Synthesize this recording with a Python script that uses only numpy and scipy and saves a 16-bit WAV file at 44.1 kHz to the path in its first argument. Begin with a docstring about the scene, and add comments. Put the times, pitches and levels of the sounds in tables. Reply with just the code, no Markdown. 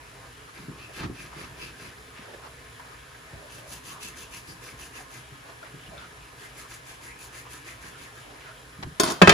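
"""Over a steady hiss of rain and a cooking pan, a hand takes hold of a slab of dried beef on a wooden board.
A kitchen knife saws it in three runs of strokes: noisy slips ring blade resonances, and some strokes squeak.
Between the runs the hand presses and shifts the slab, with noise-burst thuds, rubs, squishes and smacks.
Then the knife goes down on the counter: the tip rings, skids and chatters, the handle drops, bounces and
rattles, as clicks, clatter and struck modes. A phone close above overloads on the loudest of these knocks."""
import sys
import numpy as np
from scipy import signal
from scipy.fft import rfft, irfft, next_fast_len
from scipy.io import wavfile

SR = 44100
rng = np.random.default_rng(int(sys.argv[2]) if len(sys.argv) > 2 else 0)


def master(y):
    """Save y as 16-bit WAV."""
    cut = np.clip(np.atleast_2d(y).T, -1, 1)
    pcm = np.round(cut * 32767)  # scale
    wavfile.write(sys.argv[1], SR, pcm.astype(np.int16))


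N = 411453
TIME = np.arange(N) / SR

# tearing fibres, tone curve: corner_hz, level_db
TEAR_TONE = [(500, -16), (1500, -1), (3000, -2), (4100, -3.5), (5500, -1), (7500, -2.5), (10500, 0.5),
             (12500, -5.5), (14000, -9), (15800, -16)]
# blade flat rubbing in the cut, tone curve: corner_hz, level_db
DRAG_TONE = [(150, -29), (350, 10.5), (700, -6), (1300, 5.5), (2500, -5.5), (3800, -3.5), (6000, -4.5),
             (9000, -32), (15000, -36)]
FIBRES_PER_S = 3000  # slips under the edge and along the flat


def sawing(strokes):
    """Snapping fibres ring a high blade resonance while the flat drags unevenly and squeaks in the cut."""
    fibre_rows = strokes[:, :4]
    drag_rows = strokes[:, [0, 1, 4, 5]]
    fibres = scrapes(fibre_rows, TEAR_TONE, q=6.7, focus=0.23, rate=FIBRES_PER_S)
    fibres *= undb(2.5 + 1.74 * walk(70) + 0.49 * walk(350))
    drag = scrapes(drag_rows, DRAG_TONE, q=4.3, focus=1.42, rate=FIBRES_PER_S)
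    drag *= undb(1.5 + 3.7 * walk(50))
    cut = flicker(fibres + drag, depth_db=2.5, rate=30)
    return reflect(cut + squeaks(), db=-3, t60=0.2)


# pull and push strokes of the knife: middle_s, tear_level_db, tear_resonance_hz,
# drag_level_db, gripped_blade_resonance_hz, slab_rock_level_db
STROKES = [(0.609, -57.5, 4900, -48.5, 2190, -44), (.825, -62, 4900, -50.5, 2560, -50.5),
           (.985, -50.5, 4470, -44.5, 2570, -45), (1.215, -53.5, 5230, -46, 2550, -46.5),
           (1.421, -53.5, 5000, -45, 2360, -45.5), (1.635, -53.5, 4800, -44.5, 2530, -46),
           (1.841, -53.5, 4800, -47, 2460, -45.5), (3.555, -51.5, 6000, -50.5, 2820, -52),
           (3.73, -45, 6350, -54, 2920, -51), (3.895, -45.5, 6560, -48.5, 2780, -50),
           (4.055, -43.5, 6200, -51.5, 3600, -50), (4.205, -47, 6400, -53, 2640, -47.5),
           (4.36, -46.5, 5700, -50, 2570, -55), (4.504, -50, 5200, -54.5, 2300, -47.5),
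           (4.669, -48.5, 5500, -51.5, 2400, -59), (4.83, -48.5, 6200, -54, 2680, -57),
           (4.981, -47.5, 6500, -48.5, 2120, -58), (5.16, -50.5, 6570, -49.5, 2160, -54),
           (6.434, -55.5, 7500, -49.5, 1920, -66), (6.6, -47.5, 7400, -48, 2080, -67),
           (6.734, -48, 6960, -50, 2040, -64), (6.905, -50, 7200, -48.5, 2100, -68),
           (7.065, -50, 7100, -51.5, 2090, -52), (7.231, -48.5, 7000, -54, 1950, -63),
           (7.375, -48.5, 7100, -49, 2100, -57), (7.544, -48, 7200, -49, 1950, -58),
           (7.694, -51, 7240, -47.5, 2380, -60), (7.861, -51.5, 7100, -48.5, 1800, -50),
           (8.03, -54, 7000, -48.5, 2510, -55), (8.2, -58, 7000, -53.5, 1780, -62)]
STROKE_SHARE = 0.82  # length of a stroke as a share of the gap to its nearest neighbour


def saw_strokes():
    """The blade slides for most of the time between strokes: each row gains its length_s after its middle_s."""
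    rows = np.array(STROKES, float)
    gaps = np.diff(rows[:, 0])
    gap_after = np.append(gaps, np.inf)
    gap_before = np.append(np.inf, gaps)
    lengths = STROKE_SHARE * np.minimum(gap_after, gap_before)
    return np.column_stack([rows[:, 0], lengths, rows[:, 1:]])


# the blade catches in the cut and squeaks hoarsely: middle_s, length_s, level_db, pitch_hz, glide_octaves
SQUEAKS = [(.825, .11, -47, 2550, 0.16), (1.202, .08, -45, 2450, 0), (1.032, .06, -47, 1870, .2),
           (1.631, 0.094, -47, 2530, .1), (1.635, 0.078, -50, 5000, -.1), (3.904, .07, -48, 2860, .1),
           (4.045, 0.12, -45, 2650, 0.032), (4.133, 0.036, -48.5, 1950, -.2), (4.228, 0.054, -47, 2640, 0),
           (4.347, .07, -45, 2600, .1), (4.505, .07, -49, 4950, -.1), (4.693, 0.042, -46, 2150, -.2),
           (4.825, .05, -48, 2720, .1), (4.962, 0.057, -45.5, 2670, -.1), (4.999, .07, -51, 1900, -.2),
           (6.455, 0.054, -49, 2010, -0.032), (7.102, .11, -45, 2040, 0.47), (7.21, 0.055, -50, 2500, 0),
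           (7.369, .06, -48, 1820, -0.066), (7.701, 0.11, -45, 1950, .1), (8.07, 0.063, -48, 1850, 0)]
SQUEAK_Q, SQUEAK_ROUGH_DB = 7.2, 3


def squeaks():
    """Steel sticks and slips on wet fat: a narrow, rough resonance that slides as the grip changes."""
    out = np.zeros(N)
    for middle, length, db, hz, octaves in SQUEAKS:
        progress = np.linspace(0, 1, int(length * SR))
        pitch = hz * 2 ** (octaves * (progress - .5))
        slips = resonate(rng.standard_normal(len(progress)), pitch, SQUEAK_Q)
        tone = resonate(slips, pitch, SQUEAK_Q / 2)
        add(out, middle - length / 2, undb(db) * np.sin(np.pi * progress) * tone)
    return out * undb(SQUEAK_ROUGH_DB * walk(180) - 1.5)


# soft hollow rubs as the hand takes a new hold: middle_s, length_s, level_db, resonance_hz
HAND_RUBS = [(.265, 0.077, -51, 1200), (1.035, 0.12, -41, 1200), (1.04, 0.058, -42, 3000),
             (1.41, 0.24, -45.5, 1250), (2.2, 0.15, -48.5, 2350), (2.33, 0.21, -46.5, 520),
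             (2.46, 0.093, -45.5, 1050), (2.9, 0.2, -52, 1100), (3.4, 0.29, -49.5, 623),
             (5.49, 0.15, -48, 895), (5.665, 0.064, -47, 1700), (5.85, 0.097, -55, 2980),
             (6.02, 0.11, -53, 3900), (8.32, 0.16, -48, 750), (8.45, 0.17, -50, 2600),
             (8.836, 0.027, -37, 885), (8.832, 0.013, -39, 4300)]
# small wet pockets squeezed shut in the meat: middle_s, length_s, level_db, resonance_hz
SQUISHES = [(.49, 0.036, -46, 1200), (.905, 0.05, -46, 660), (1.02, .04, -44, 860),
            (1.05, 0.043, -38, 1260), (1.335, 0.027, -45, 980), (2.29, 0.036, -48, 523),
            (2.345, 0.045, -46, 605), (3.455, 0.07, -49, 550), (3.655, 0.24, -50, 600),
            (3.96, 0.16, -45.5, 1150), (5.005, 0.07, -47, 750), (5.945, 0.089, -44.5, 623),
            (6.02, 0.15, -44.5, 1380), (6.65, 0.079, -48, 1150), (7.47, 0.054, -45, 1150),
            (7.955, 0.089, -48, 1400), (8.49, 0.1, -45, 1430)]
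# tone curve of skin rubs and squishes: corner_hz, level_db
SKIN_TONE = [(150, -35), (350, 3), (600, -1), (1200, -1), (2000, -2.5), (5000, -9.5), (14000, -28)]
# sticky smacks as the fingers come off the meat: start_s, level_db, resonance_hz
SMACKS = [(2.256, -44, 1660), (2.338, -45, 1690), (2.436, -44, 1310), (2.795, -38.5, 960),
          (2.797, -43.5, 1730), (2.845, -46, 900), (2.88, -54, 830), (2.919, -45, 1200), (3.147, -43, 1640),
          (5.624, -42, 620), (5.628, -41.5, 1390), (5.812, -52, 3100), (5.862, -45.5, 2900),
          (5.978, -46, 3580)]
SMACK_T60_S, SMACK_Q = .11, 12
# hand and blade bumping the board through the meat: start_s, level_db, decay_t60_s, contact_cutoff_hz
BOARD_THUDS = [(.682, -36.5, 0.27, 900), (1.005, -36, 0.18, 1200), (1.035, -31.5, 0.39, 1100),
               (1.095, -32.5, 0.13, 800), (1.36, -45, 0.28, 600), (1.51, -45, 0.15, 400),
               (2.191, -43, 0.2, 300), (2.593, -47, 0.086, 250), (3.328, -37, 0.41, 120),
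               (4.727, -44, 0.12, 350), (5.32, -37, 0.078, 200), (5.74, -37.5, .12, 260),
               (5.88, -44, 0.71, 200), (8.786, -38.5, 0.68, 200), (8.84, -32, 0.18, 200),
               (8.862, -30, 0.15, 195)]
# dull body of a thud, tone curve: corner_hz, level_db
THUD_TONE = [(25, -34), (60, -3), (105, -3), (160, 0), (230, -5), (330, -4), (550, -21), (1500, -26),
             (5000, -55)]
# ring of the wooden board: mode_hz, level_db, decay_t60_s
BOARD_MODES = [(123, -2, 0.18), (152.6, -4.5, 0.2), (337, -1, 0.076), (398, -4, 0.11)]
# the slab rocks just before the middle of each stroke
ROCK_T60_S, ROCK_CONTACT_HZ, ROCK_LEAD_S = 0.61, 604, 0.023


def hands(strokes):
    """Skin rubs, meat squishes and smacks; pushes and strokes reach the heavy board as dull, briefly ringing thuds."""
    out = scrapes(HAND_RUBS, SKIN_TONE, q=1.66, focus=1.4) * undb(2.2 * walk(54))
    out += scrapes(SQUISHES, SKIN_TONE, q=7.4, focus=3.0, glide=0.076, peak_share=0.46)
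    for s, db, hz in SMACKS:
        add(out, s, undb(db) * ping(hz, SMACK_Q, SMACK_T60_S))
    rocks = [(s - ROCK_LEAD_S, db, ROCK_T60_S, ROCK_CONTACT_HZ) for s, db in strokes[:, [0, 6]]]
    t = TIME[:SR // 3]
    for s, db, t60, contact_hz in list(BOARD_THUDS) + rocks:
        squash = colour(rng.standard_normal(len(t)), THUD_TONE) * fade(t, t60)
        board = undb(-4) * ring(BOARD_MODES, t, 0, scatter_db=-2.0, detune=0.019)
        thud = (squash + board) * (1 - fade(t, 0.0066))  # soft onset
        contact = signal.butter(2, contact_hz, fs=SR)
        add(out, s, undb(db) * signal.lfilter(*contact, thud))
    return out


# the tip skids on the counter: middle_s, length_s, level_db, resonance_hz
TIP_SKIDS = [(9.095, 0.18, -36.5, 290), (9.09, 0.13, -34, 940), (9.07, .13, -39, 4400),
             (9.095, .11, -41, 6400)]
# ring of the counter: mode_hz, level_db, decay_t60_s
COUNTER_MODES = [(165, -3, 0.16), (195, -1, 0.072), (336, -6, 0.11), (408.6, -1, 0.11), (491, -14.5, 0.12),
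                 (557, -8.5, 0.13), (634, -12, 0.14), (714, -11, 0.2), (1020, -3.5, 0.11), (1052, -6, 0.1),
                 (1166, -8, 0.1), (1250, -6, 0.18), (1350, -3.5, 0.16), (1572, -9, 0.089), (1622, -3, 0.14),
                 (1790, -4, 0.19), (2012, -7, .08), (2200, -7, .06), (2290, -5.5, 0.093), (2590, -2, 0.15),
                 (2720, -7, 0.077), (3130, -9, 0.26), (3290, -9, .05), (3582, -6.5, 0.11), (4280, -12, .05),
                 (4640, -10, 0.09)]
# ring of the blade: mode_hz, level_db, decay_t60_s
BLADE_MODES = [(346, 0, 0.13), (416, 3.5, 0.1), (633, -6, 0.32), (703, -12, 0.28), (1038, -4, 0.19),
               (1090, -1, 0.1), (1450, -8, 0.19), (1500, -12, 0.29), (2110, -18, 0.19), (2510, -20, 0.19),
               (3150, -20, 0.41), (3300, -9, 0.16), (3630, -7, 0.15), (4480, -12, .18), (4540, -13, .18),
               (4700, -10, .16), (5300, -7, .13), (5400, -8, .13), (5600, -19, .15), (6557, -2.5, 0.099),
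               (7680, -5, 0.097), (9000, -5.5, 0.15), (9200, -10, .15), (10400, -1, 0.072),
               (10760, -12, 0.18), (13400, -9, 0.092), (14300, -13, 0.16)]
CLICK_DB, CLICK_T60_S, CLICK_Q = 3, 0.018, 3.9  # the brief local ring at the point of contact


def knife_down(blows, phase):
    """Each blow clicks and rings counter and blade over a short dense clatter with a faint long tail."""
    out = scrapes(TIP_SKIDS, CLATTER_TONE, q=4.7, focus=2.7)
    t = TIME[:SR // 3]
    for s, db, contact_hz, click_hz, counter_db, blade_db, spectrum in blows:
        clatter_and_tail = undb(1.0) * fade(t, 0.036) + undb(-20) * fade(t, 0.94)
        clatter = colour(rng.standard_normal(len(t)), spectrum) * clatter_and_tail
        click = undb(CLICK_DB) * ping(click_hz, CLICK_Q, CLICK_T60_S)
        counter = undb(counter_db) * ring(COUNTER_MODES, t, phase, scatter_db=1.0, detune=0.0029)
        blade = undb(blade_db) * ring(BLADE_MODES, t, phase, scatter_db=2.5, detune=0.006)
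        # the plate takes a moment to start moving
        knock = (click + clatter + counter + blade) * (1 - fade(t, 0.0016))
        contact = signal.butter(1, [60, contact_hz], "bandpass", fs=SR)
        add(out, s, undb(db) * signal.lfilter(*contact, knock))
    return out


# the steel tip meets the counter: start_s, force_db, click_pitch_hz
TIP_BLOWS = [(8.9984, -14, 7100), (9.004, -24, 1110), (9.034, -21, 4500), (9.04, -24, 3500),
             (9.06, -31, 4500), (9.074, -32, 3300), (9.085, -32, 1100), (9.102, -27.5, 5400),
             (9.108, -30, 1100), (9.12, -31.5, 6600), (9.14, -43, 4500), (9.162, -44, 1400)]
# clatter of the tip, tone curve: corner_hz, level_db
TIP_TONE = [(30, -20), (70, 3), (260, 8.5), (400, 0), (800, 0.5), (1300, 4.5), (2000, -5), (2800, -9),
            (3300, -4.5), (6400, -9.5), (7400, -14), (11000, -16), (15000, -21)]
# hardness of the tip, and how much it rings counter and blade
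TIP_CONTACT_HZ, TIP_COUNTER_DB, TIP_BLADE_DB = 12000, -16.5, -6.5
# the handle drops, bounces and chatters: start_s, force_db, contact_cutoff_hz, click_pitch_hz
HANDLE_BLOWS = [(9.2162, 0.5, 704, 1060), (9.2205, -5.5, 3160, 2880), (9.232, -7, 490, 450),
                (9.2739, -3, 1900, 1260), (9.2793, -8.5, 1700, 1150), (9.2937, -3, 6000, 2200),
                (9.2971, -13, 4500, 5000), (9.303, -17, 6000, 4330), (9.309, -23, 3000, 2000),
                (9.321, -15, 2300, 2600), (9.326, -18, 2000, 1100)]
# clatter of the handle and hiss of the skid, tone curve: corner_hz, level_db
CLATTER_TONE = [(30, -23), (70, -1), (110, 0), (260, -2), (400, -5), (800, 0), (1200, 2), (2400, -2.5),
                (4000, -4), (6800, -8.5), (9000, -10), (15000, -27)]
# how much the handle rings the counter (in a flat landing) and the blade
HANDLE_COUNTER_DB, HANDLE_BLADE_DB = -6.5, -38
# a blow harder than a flat landing glances off and rings the counter less
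FLAT_CONTACT_HZ, GLANCE_DB_PER_OCTAVE = 990, 2


def knife_blows():
    """The hard tip rings mostly the blade, the softer handle mostly the counter; rows as knife_down unpacks them."""
    tip = [(s, db, TIP_CONTACT_HZ, click_hz, TIP_COUNTER_DB, TIP_BLADE_DB, TIP_TONE)
           for s, db, click_hz in TIP_BLOWS]
    handle = []
    for s, db, contact_hz, click_hz in HANDLE_BLOWS:
        glance_db = GLANCE_DB_PER_OCTAVE * np.log2(contact_hz / FLAT_CONTACT_HZ)
        counter_db = HANDLE_COUNTER_DB - glance_db
        handle.append((s, db, contact_hz, click_hz, counter_db, HANDLE_BLADE_DB, CLATTER_TONE))
    return tip + handle


# wash of rain and simmering, tone curve: corner_hz, level_db
WASH_TONE = [(20, -30), (50, 2.5), (68, 4), (90, -9.5), (120, 2), (200, -9), (260, -6), (330, -5.5),
             (390, -3), (460, -7.5), (850, -8.5), (1030, -4), (1200, -8.5), (1500, -7), (1720, -6),
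             (2080, -12.5), (2300, -9.5), (2600, -12), (4300, -18), (8000, -21.5), (11500, -21),
             (13000, -27.5), (15500, -34)]


def rain():
    """A noise wash of rain and simmering surges, most unevenly in the middle range, under a fine sizzle of drops."""
    wash = flicker(colour(rng.standard_normal(N), WASH_TONE), depth_db=2.5, rate=12)
    wash *= undb(.5 * walk(3.97))
    drop_tone = [(400, -24), (1500, 11.5), (4000, -4), (11000, -2.5), (15500, -30)]  # corner_hz, level_db
    drops = colour(crackle(rate=900, spread_db=-1.0), drop_tone)
    return undb(-47.5) * wash + undb(-58.5) * drops


def scrapes(rows, spectrum, q, focus, rate=6000, glide=0.046, peak_share=0.43):
    """Dense slips ring a sliding resonance per row (middle_s, length_s, level_db, hz), swelling with hand speed."""
    out = np.zeros(N)
    slips = colour(crackle(rate=rate, spread_db=1), spectrum)
    for middle, length, db, hz in rows:
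        near = np.abs(TIME - middle) < length / 2
        progress = (TIME[near] - middle) / length + .5
        speed = np.sin(np.pi * np.interp(progress, [0, peak_share, 1], [0, .5, 1]))
        pitch = hz * np.exp(glide * rng.uniform(-1.3, 1) * (2 * progress - 1))
        body = resonate(slips[near], pitch, q)
        out[near] += undb(db) * speed * (slips[near] + focus * body) / (1 + focus)
    return out


def ring(modes, t, phase, scatter_db, detune):
    """Struck modes; each point of contact weights and loads them a little differently."""
    out = np.zeros(len(t))
    for k, (hz, db, t60) in enumerate(modes):
        gain = undb(db + scatter_db * rng.standard_normal()) * (-1) ** k
        loaded_hz = hz * (1 + detune * rng.standard_normal())
        out += gain * fade(t, t60) * np.sin(2 * np.pi * loaded_hz * t + phase)
    return out


def ping(hz, q, t60):
    """A decaying burst of noise in one resonance."""
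    t = TIME[:SR // 3]
    return resonate(rng.standard_normal(len(t)), np.full(len(t), hz), q) * fade(t, t60)


def resonate(x, hz, q):
    """One resonance whose pitch hz may move, scaled to unit spread."""
    turn = np.exp(2j * np.pi * np.cumsum(hz) / SR)
    pole = np.exp(-np.pi * hz.mean() / q / SR)
    # shift the pitch down to zero, smooth, and shift back up
    y = (signal.lfilter([1], [1, -pole], x / turn) * turn).real
    return y / y.std()


def crackle(rate, spread_db):
    """Random tiny clicks of scattered size, about rate per second, scaled to unit spread."""
    sizes = rng.standard_normal(N) * undb(spread_db * np.minimum(rng.exponential(size=N), 4))
    clicks = sizes * (rng.random(N) < rate / SR)
    return clicks / clicks.std()


def flicker(x, depth_db, rate):
    """Each third-octave band between the two end bands swells and sinks on its own."""
    size = next_fast_len(N)
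    hz = np.fft.rfftfreq(size, 1 / SR)
    position = np.clip(3 * np.log2((hz + 1) / 250), 0, 12)  # thirds of an octave above 250 Hz
    spectrum = rfft(x, size)
    bands = [irfft(spectrum * np.maximum(1 - np.abs(position - k), 0), size)[:N] for k in range(13)]
    moving = sum(band * undb(depth_db * walk(rate)) for band in bands[1:-1])
    return bands[0] + bands[-1] + moving


def reflect(x, db, t60):
    """Counter top and near walls return a dense cluster of echoes."""
    t = TIME[:SR // 4]
    echoes = rng.standard_normal(len(t)) * fade(t, t60)
    wet = signal.oaconvolve(x, echoes / np.linalg.norm(echoes))[:N]
    return (x + undb(db) * wet) / np.hypot(1, undb(db))


def colour(x, spectrum):
    """Shape x by a tone curve, keeping the power of white noise."""
    size = next_fast_len(len(x))
    gain = undb(along(spectrum, np.fft.rfftfreq(size, 1 / SR)))
    gain /= np.sqrt(np.mean(gain ** 2))
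    return irfft(rfft(x, size) * gain, size)[:len(x)]


def along(table, hz):
    """Read (Hz, value) points on a log-frequency axis."""
    points, values = np.transpose(table)
    return np.interp(np.log(hz + 1), np.log(points), values)


def walk(rate):
    """A random control curve joining rate normal draws per second by straight lines."""
    knots = rng.standard_normal(N // 40)
    return np.interp(TIME * rate, np.arange(len(knots)), knots)


def fade(t, t60):
    """Exponential decay by 60 dB in t60 seconds."""
    return np.exp(-np.log(1000) * t / t60)


def undb(db):
    """Decibels to gain."""
    return 10 ** (np.asarray(db) / 20)


def add(track, s, sound):
    """Mix a sound into a track at time s."""
    start = int(s * SR)
    track[start:start + len(sound)] += sound[:max(N - start, 0)]


# how alike the two ports hear the scene: corner_hz, correlation
LIKENESS = [(60, 0.95), (200, 0.92), (420, 0.65), (700, 0.23), (1400, 0.0096), (2800, 0.32), (6500, 0.43),
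            (8500, 0.88), (12000, 1)]


def scene():
    """Two renderings with separate random draws, as middle and side, set how alike the ports sound by pitch."""
    strokes, blows = saw_strokes(), knife_blows()

    def render(phase):
        """Mix every source, with struck modes starting at this phase."""
        background = reflect(rain(), db=-8, t60=0.14)
        return sawing(strokes) + hands(strokes) + knife_down(blows, phase) + background

    size = next_fast_len(N + SR // 10)
    alike = along(LIKENESS, np.fft.rfftfreq(size, 1 / SR))
    mid = rfft(render(0), size) * np.sqrt((1 + alike) / 2)
    side = rfft(render(np.pi / 2), size) * np.sqrt((1 - alike) / 2)
    return irfft([mid + side, mid - side], size)[:, :N]


# the ports face different ways: corner_hz, left_minus_right_db
PORT_BALANCE = [(200, -0.5), (500, -3), (750, 0.5), (1200, -1.5), (2500, 1), (5500, 3), (8500, 0)]
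PORT_LAG_S, PORT_SPLIT_HZ = .000281, 6720  # the left port lags above the split
TOP_HZ = 15600  # upper limit of the phone


def record(dry):
    """The ports differ in colour and the left one's top treble lags; the loudest knocks clip; the top is cut."""
    size = next_fast_len(N + SR // 10)
    hz = np.fft.rfftfreq(size, 1 / SR)
    lag = np.exp(-2j * np.pi * np.maximum(hz - PORT_SPLIT_HZ, 0) * PORT_LAG_S)
    lean = undb(along(PORT_BALANCE, hz) / 2)  # half the difference on each side
    ports = irfft(rfft(dry, size) * np.array([lag * lean, 1 / lean]), size)[:, :N]
    overloaded = np.clip(ports, -1, 1)
    top_cut = signal.ellip(10, .2, 80, TOP_HZ, fs=SR, output="sos")
    return signal.sosfilt(top_cut, overloaded)


dry = scene()
out = record(dry)
master(out)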